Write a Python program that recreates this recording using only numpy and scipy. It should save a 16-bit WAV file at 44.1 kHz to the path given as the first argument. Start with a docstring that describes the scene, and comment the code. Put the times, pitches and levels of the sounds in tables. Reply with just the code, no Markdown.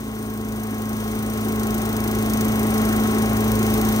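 """Outdoors, a leaf loader on a truck runs at a steady 3250 rpm and grows louder.
The exhaust throbs as the engine fires, and the fan (the impeller) drones at the rate its blades pass.
Air roars through housing and hose under a steady hiss. A sharp tick on every engine cycle
sets thin metal ringing. All of these sound together from the start."""
import sys
import numpy as np
from scipy import signal
from scipy.fft import rfft, irfft
from scipy.io import wavfile
from scipy.ndimage import uniform_filter1d

SR = 44100
rng = np.random.default_rng(int(sys.argv[2]) if len(sys.argv) > 2 else 0)


def wav_record(signal):
    """Record a signal, one row per channel, as 16-bit PCM in the file named by sys.argv[1]."""
    frames = np.transpose(np.atleast_2d(signal))
    bounded = np.clip(frames, -1, 1)
    # unit amplitude maps onto the largest positive 16-bit level
    quanta = np.round(bounded * 32767).astype(np.int16)
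    wavfile.write(sys.argv[1], SR, quanta)


N = 176400
TIME, BIN_HZ = np.arange(N) / SR, np.arange(N // 2 + 1) * SR / N

# Levels in the tables are relative: the functions set how loud each layer is.
# how often the engine fires, once per two turns of the shaft: t/s, f/Hz
FIRING_RATE = [(0, 27.02), (.5, 27.005), (1.25, 27.03), (1.7, 27.06), (2, 27.03), (2.4, 27.055), (3, 27.12),
               (3.25, 27.075), (3.55, 26.99), (4, 27)]
# exhaust tones: multiple of the firing rate, level/dB
EXHAUST_TONES = [(1, -37), (2, -14.5), (3, -28), (4, -8.3), (5, -18.5), (6, -26), (7, -32), (9, -19),
                 (10, -18), (12, -26), (13, -20), (14, -26), (20, -33), (22, -30), (27, -28), (29, -30),
                 (30, -28), (33, -31), (34, -35), (35, -32), (36, -28.5), (37, -31), (39, -32), (41, -28),
                 (42, -31), (46, -32), (52, -32), (55, -34), (61, -35)]
# exhaust loudness: t/s, level/dB
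EXHAUST_LEVEL = [(0, -8.5), (.7, -7), (1.4, -5), (2.1, -1.8), (2.8, -.8), (3.35, -.8), (3.7, 1.1), (4, 1.1)]
# fan tones: multiple of the blade rate, level/dB
FAN_TONES = [(1, 0), (2, -12.8), (3, -25), (4, -35), (5, -15.5), (6, -28), (7, -31)]
# fan loudness: t/s, level/dB
FAN_LEVEL = [(0, -12.5), (.3, -11), (.75, -8.5), (1.25, -7.5), (1.6, -5), (2, -5.5), (2.35, -2.7),
             (3, -1.5), (3.5, -2.3), (4, -1.5)]
# tone colour of the air in housing and hose: f/Hz, level/dB
ROAR_COLOUR = [(20, -23), (36, -11), (62, 0.5), (90, -3), (170, -6.5), (260, -1.5), (380, 0.5), (438, -2.5),
               (470, -8.5), (495, -7.5), (560, -6.5), (620, -9), (770, -4), (900, -13.5), (1300, -10),
               (1600, -13), (1730, -15.5), (1900, -13), (2100, -12.5), (2500, -18), (3200, -22),
               (6000, -82)]
# roar loudness: t/s, level/dB
ROAR_LEVEL = [(0, -39.5), (.7, -36.5), (1.3, -33.5), (1.75, -31), (2.05, -30.5), (2.35, -29.5), (2.85, -27),
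              (3.4, -28), (4, -28)]
# rise shared by housing, hiss, chatter and metal: t/s, level/dB
SWELL = [(0, -10.5), (.7, -8), (1.3, -6), (1.7, -3), (2.05, -3.5), (2.35, -2.5), (3, 0), (3.5, -0.9),
         (4, 2)]
# tone colour of the hiss: f/Hz, level/dB
HISS_COLOUR = [(1200, -21), (2600, -3), (3100, -1), (4000, -3.5), (4700, -7.5), (6250, -2.3), (7400, -8),
               (8600, -4), (9400, -6.3), (10200, -7.5), (11000, -12.5), (11800, -9.5), (12500, -6.3),
               (15700, -7)]
# tone colour of the tick: f/Hz, level/dB
TICK_COLOUR = [(1500, -12), (3000, -8.5), (4000, -9), (4700, -9.5), (6200, -3.5), (7400, -7), (8600, -3.2),
               (10000, -8.5), (11300, -9), (12800, -1.2), (14700, -1.2), (15700, -3.5)]
# tick loudness: t/s, level/dB
TICK_LEVEL = [(0, -19), (0.25, -15.5), (0.5, -15.5), (0.8, -11.5), (1.3, -10.5), (1.65, -6.5), (2.15, -6),
              (2.36, -7), (2.52, -4.5), (3.0, -5.5), (3.3, -8), (3.45, -5.5), (3.56, -4), (3.82, -5),
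              (4, -4.5)]
# cycles that tick harder: t/s, boost/dB
HARD_TICKS = [(1.635, 2), (1.672, 2), (1.783, 1.5), (1.967, 2), (2.078, 2), (2.3, 2), (2.337, 5.5),
              (2.374, 3), (2.411, 4), (2.78, 2), (3.223, 2), (3.371, 2.5), (3.519, 2.5), (3.741, 2),
              (3.815, 4), (3.889, 4.5)]
# notes of the thin metal: f/Hz, width/Hz, level/dB
METAL_NOTES = [(1648, 5, -54), (8134, 42, -51.5), (8979, 62, -48.7), (9650, 90, -59), (10449, 70, -58),
               (11274, 60, -63), (12200, 110, -55), (14600, 90, -57), (15150, 100, -56)]
# moments when the strongest note sings out: t/s, boost/dB
FLARES = [(.235, 10), (2.19, 4), (2.32, 4), (2.7, 2.5), (2.86, 5), (3.24, 4), (3.62, 4)]
# how much louder the left side is than the right: f/Hz, level/dB
BALANCE = [(60, -0.5), (110, -0.5), (200, 0.1), (380, 1.0), (700, 4.0), (1290, 4.5), (2380, 0.4),
           (4400, 1.9), (8120, 6.0), (15000, 0)]
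# how far the right side lags the left: f/Hz, phase/rad
RIGHT_LAG = [(0, 0), (700, 1.2), (1500, 1.9), (4000, 4.3), (5400, 5.1), (6300, 6.4), (7400, 9.3),
             (9000, 7.3), (9700, 9), (11000, 9.3), (15000, 13.6)]
# how alike the noise is on both sides: f/Hz, likeness from 0 to 1
LIKENESS = [(40, .97), (100, .985), (250, .96), (500, .9), (900, .9), (3000, .86), (4500, .52), (6200, .6),
            (7400, .4), (9000, .52), (15000, .42)]


def undb(db):
    """Turn decibels into a gain."""
    return 10 ** (np.asarray(db) / 20)


def unit(x):
    """Scale a signal to an average power of 1."""
    return x / np.sqrt(np.mean(x ** 2))


def curve(rows):
    """Join a table's points with straight lines in time."""
    return np.interp(TIME, *np.array(rows, float).T)


def over_hz(rows, hz=BIN_HZ):
    """Join a table's points along a scale of octaves."""
    points, value = np.array(rows, float).T
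    return np.interp(np.log(hz + 1e-3), np.log(points), value)


def wander(rate_hz):
    """A smooth random wobble around zero."""
    hold = max(int(SR / rate_hz), 2)
    steps = rng.standard_normal(2000)[np.arange(N) // hold % 2000]
    return 0.71 * uniform_filter1d(uniform_filter1d(steps, hold), hold)


def stereo(hz):
    """How strongly and how late each frequency reaches left and right."""
    lean = undb(np.array([[1], [-1]]) * over_hz(BALANCE, hz) / 2)
    lag = np.array([[0], [1]]) * np.interp(hz, *np.array(RIGHT_LAG, float).T)
    return lean / np.sqrt(np.mean(lean ** 2, axis=0)) * np.exp(-1j * lag)


def resonance(centre_hz, width_hz):
    """A tone colour with a single peak."""
    return 1 / (1 + (2 * (BIN_HZ - centre_hz) / width_hz) ** 2)


def noise(colour):
    """Stereo noise of a given colour; the two sides are less alike in the treble."""
    like = np.clip(over_hz(LIKENESS), 0, 1)
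    shared, side = rfft(rng.standard_normal((2, N)))
    side = side * np.sqrt(1 - like) * np.array([[1], [-1]])
    return unit(irfft(colour * stereo(BIN_HZ) * (shared * np.sqrt(1 + like) + side), N))


def tones(cycles, rows, waver):
    """Tones locked to the shaft; the weaker ones waver more in level."""
    total, base_hz = 0, cycles[-1] * SR / N
    for multiple, db in rows:
        waver_db = waver * (2 + abs(db) / 10) * wander(rate_hz=7)
        tone = undb(db + waver_db) * np.exp(2j * np.pi * (multiple * cycles + rng.random()))
        total = total + (stereo(multiple * base_hz) * tone).real
    return np.sqrt(2) * total


def exhaust(cycles):
    """The firings make a low throb, and rushing gas makes the pipe hum."""
    throb = undb(-20.5 + curve(EXHAUST_LEVEL)) * tones(cycles, EXHAUST_TONES, waver=.75)
    pipe = undb(-42) * noise(resonance(centre_hz=270, width_hz=45))
    return throb + pipe


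def fan(cycles, blades_per_cycle=8):
    """Each passing blade pushes the air; the pushes blend into a drone."""
    return undb(-19.4 + curve(FAN_LEVEL)) * tones(cycles * blades_per_cycle, FAN_TONES, waver=.3)


def airflow(cycles):
    """Rushing air roars, swells with each firing and rings in the fan housing."""
    throb = 1 + .17 * np.cos(2 * np.pi * (cycles - .69))
    roar = noise(undb(over_hz(ROAR_COLOUR))) * throb * undb(1.5 + curve(ROAR_LEVEL))
    housing = noise(resonance(centre_hz=425, width_hz=50)) * undb(-37.5 + curve(SWELL))
    return roar + housing


def hiss():
    """The air also hisses, flickering a little as it grows."""
    colour = undb(over_hz(HISS_COLOUR))
    return noise(colour) * undb(-35 + .97 * curve(SWELL) + 1.5 * wander(rate_hz=13))


def ticks(cycles):
    """One sharp tick a cycle, a softer rattle just behind it, and loose chatter in between."""
    count, phase = cycles.astype(int), cycles % 1
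    # each cycle gets its own random numbers
    force, rattle_force, timing, length = rng.standard_normal((200, 4))[count].T
    accent = undb(sum(db * (count == count[min(int(t * SR), N - 1)]) for t, db in HARD_TICKS))
    tick_at, rise, fall, rattle_at, rattle_width = .135, .028, .12, .3, .05  # shares of a cycle
    since_tick = phase - tick_at - .008 * timing
    attack = np.exp(-.5 * accent * (np.minimum(since_tick, 0) / rise) ** 2)
    decay = np.exp(-np.maximum(since_tick, 0) / (fall * np.exp(.2 * length)))
    tick = attack * decay * accent * undb(.8 * force)
    rattle = np.exp(-.5 * ((phase - rattle_at) / rattle_width) ** 2) * undb(-9 + 2.5 * rattle_force)
    strength = undb(-19 + curve(TICK_LEVEL) + .07 * wander(rate_hz=9.3))
    chatter = undb(-43.5 + curve(SWELL) / 2 + 4 * wander(rate_hz=160))
    loudness = np.hypot(np.hypot(tick, rattle) * strength, chatter)  # their powers add up
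    return noise(undb(over_hz(TICK_COLOUR))) * loudness


def metal_ringing(cycles, singing_hz=8979, flare_s=.025):
    """Thin metal rings, a bit louder after each tick; its strongest note sings out now and then."""
    flare_db = sum(db * np.exp(-.5 * ((TIME - t) / flare_s) ** 2) for t, db in FLARES)
    notes, sides = 0, stereo(BIN_HZ)
    for hz, width_hz, db in METAL_NOTES:
        spectrum = sides * rfft(rng.standard_normal(N)) * resonance(hz, width_hz)
        notes = notes + undb(db + flare_db * (hz == singing_hz)) * unit(irfft(spectrum, N))
    pulse = 1 + .19 * np.cos(2 * np.pi * (cycles - .3))
    return notes * pulse * undb(.59 * curve(SWELL) - wander(rate_hz=6.5))


def scene():
    """Count the slightly uneven engine cycles; every layer but the hiss keeps time with them."""
    cycles = np.abs(np.cumsum(curve(FIRING_RATE)) / SR + .0008 * wander(rate_hz=24.88))
    drone = exhaust(cycles) + fan(cycles)
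    return drone + airflow(cycles) + hiss() + ticks(cycles) + metal_ringing(cycles)


def record(dry):
    """Cut the treble steeply above 15750 Hz."""
    return signal.sosfilt(signal.ellip(12, .2, 80, 15750, fs=SR, output="sos"), dry)


dry = scene()
out = record(dry)
wav_record(out)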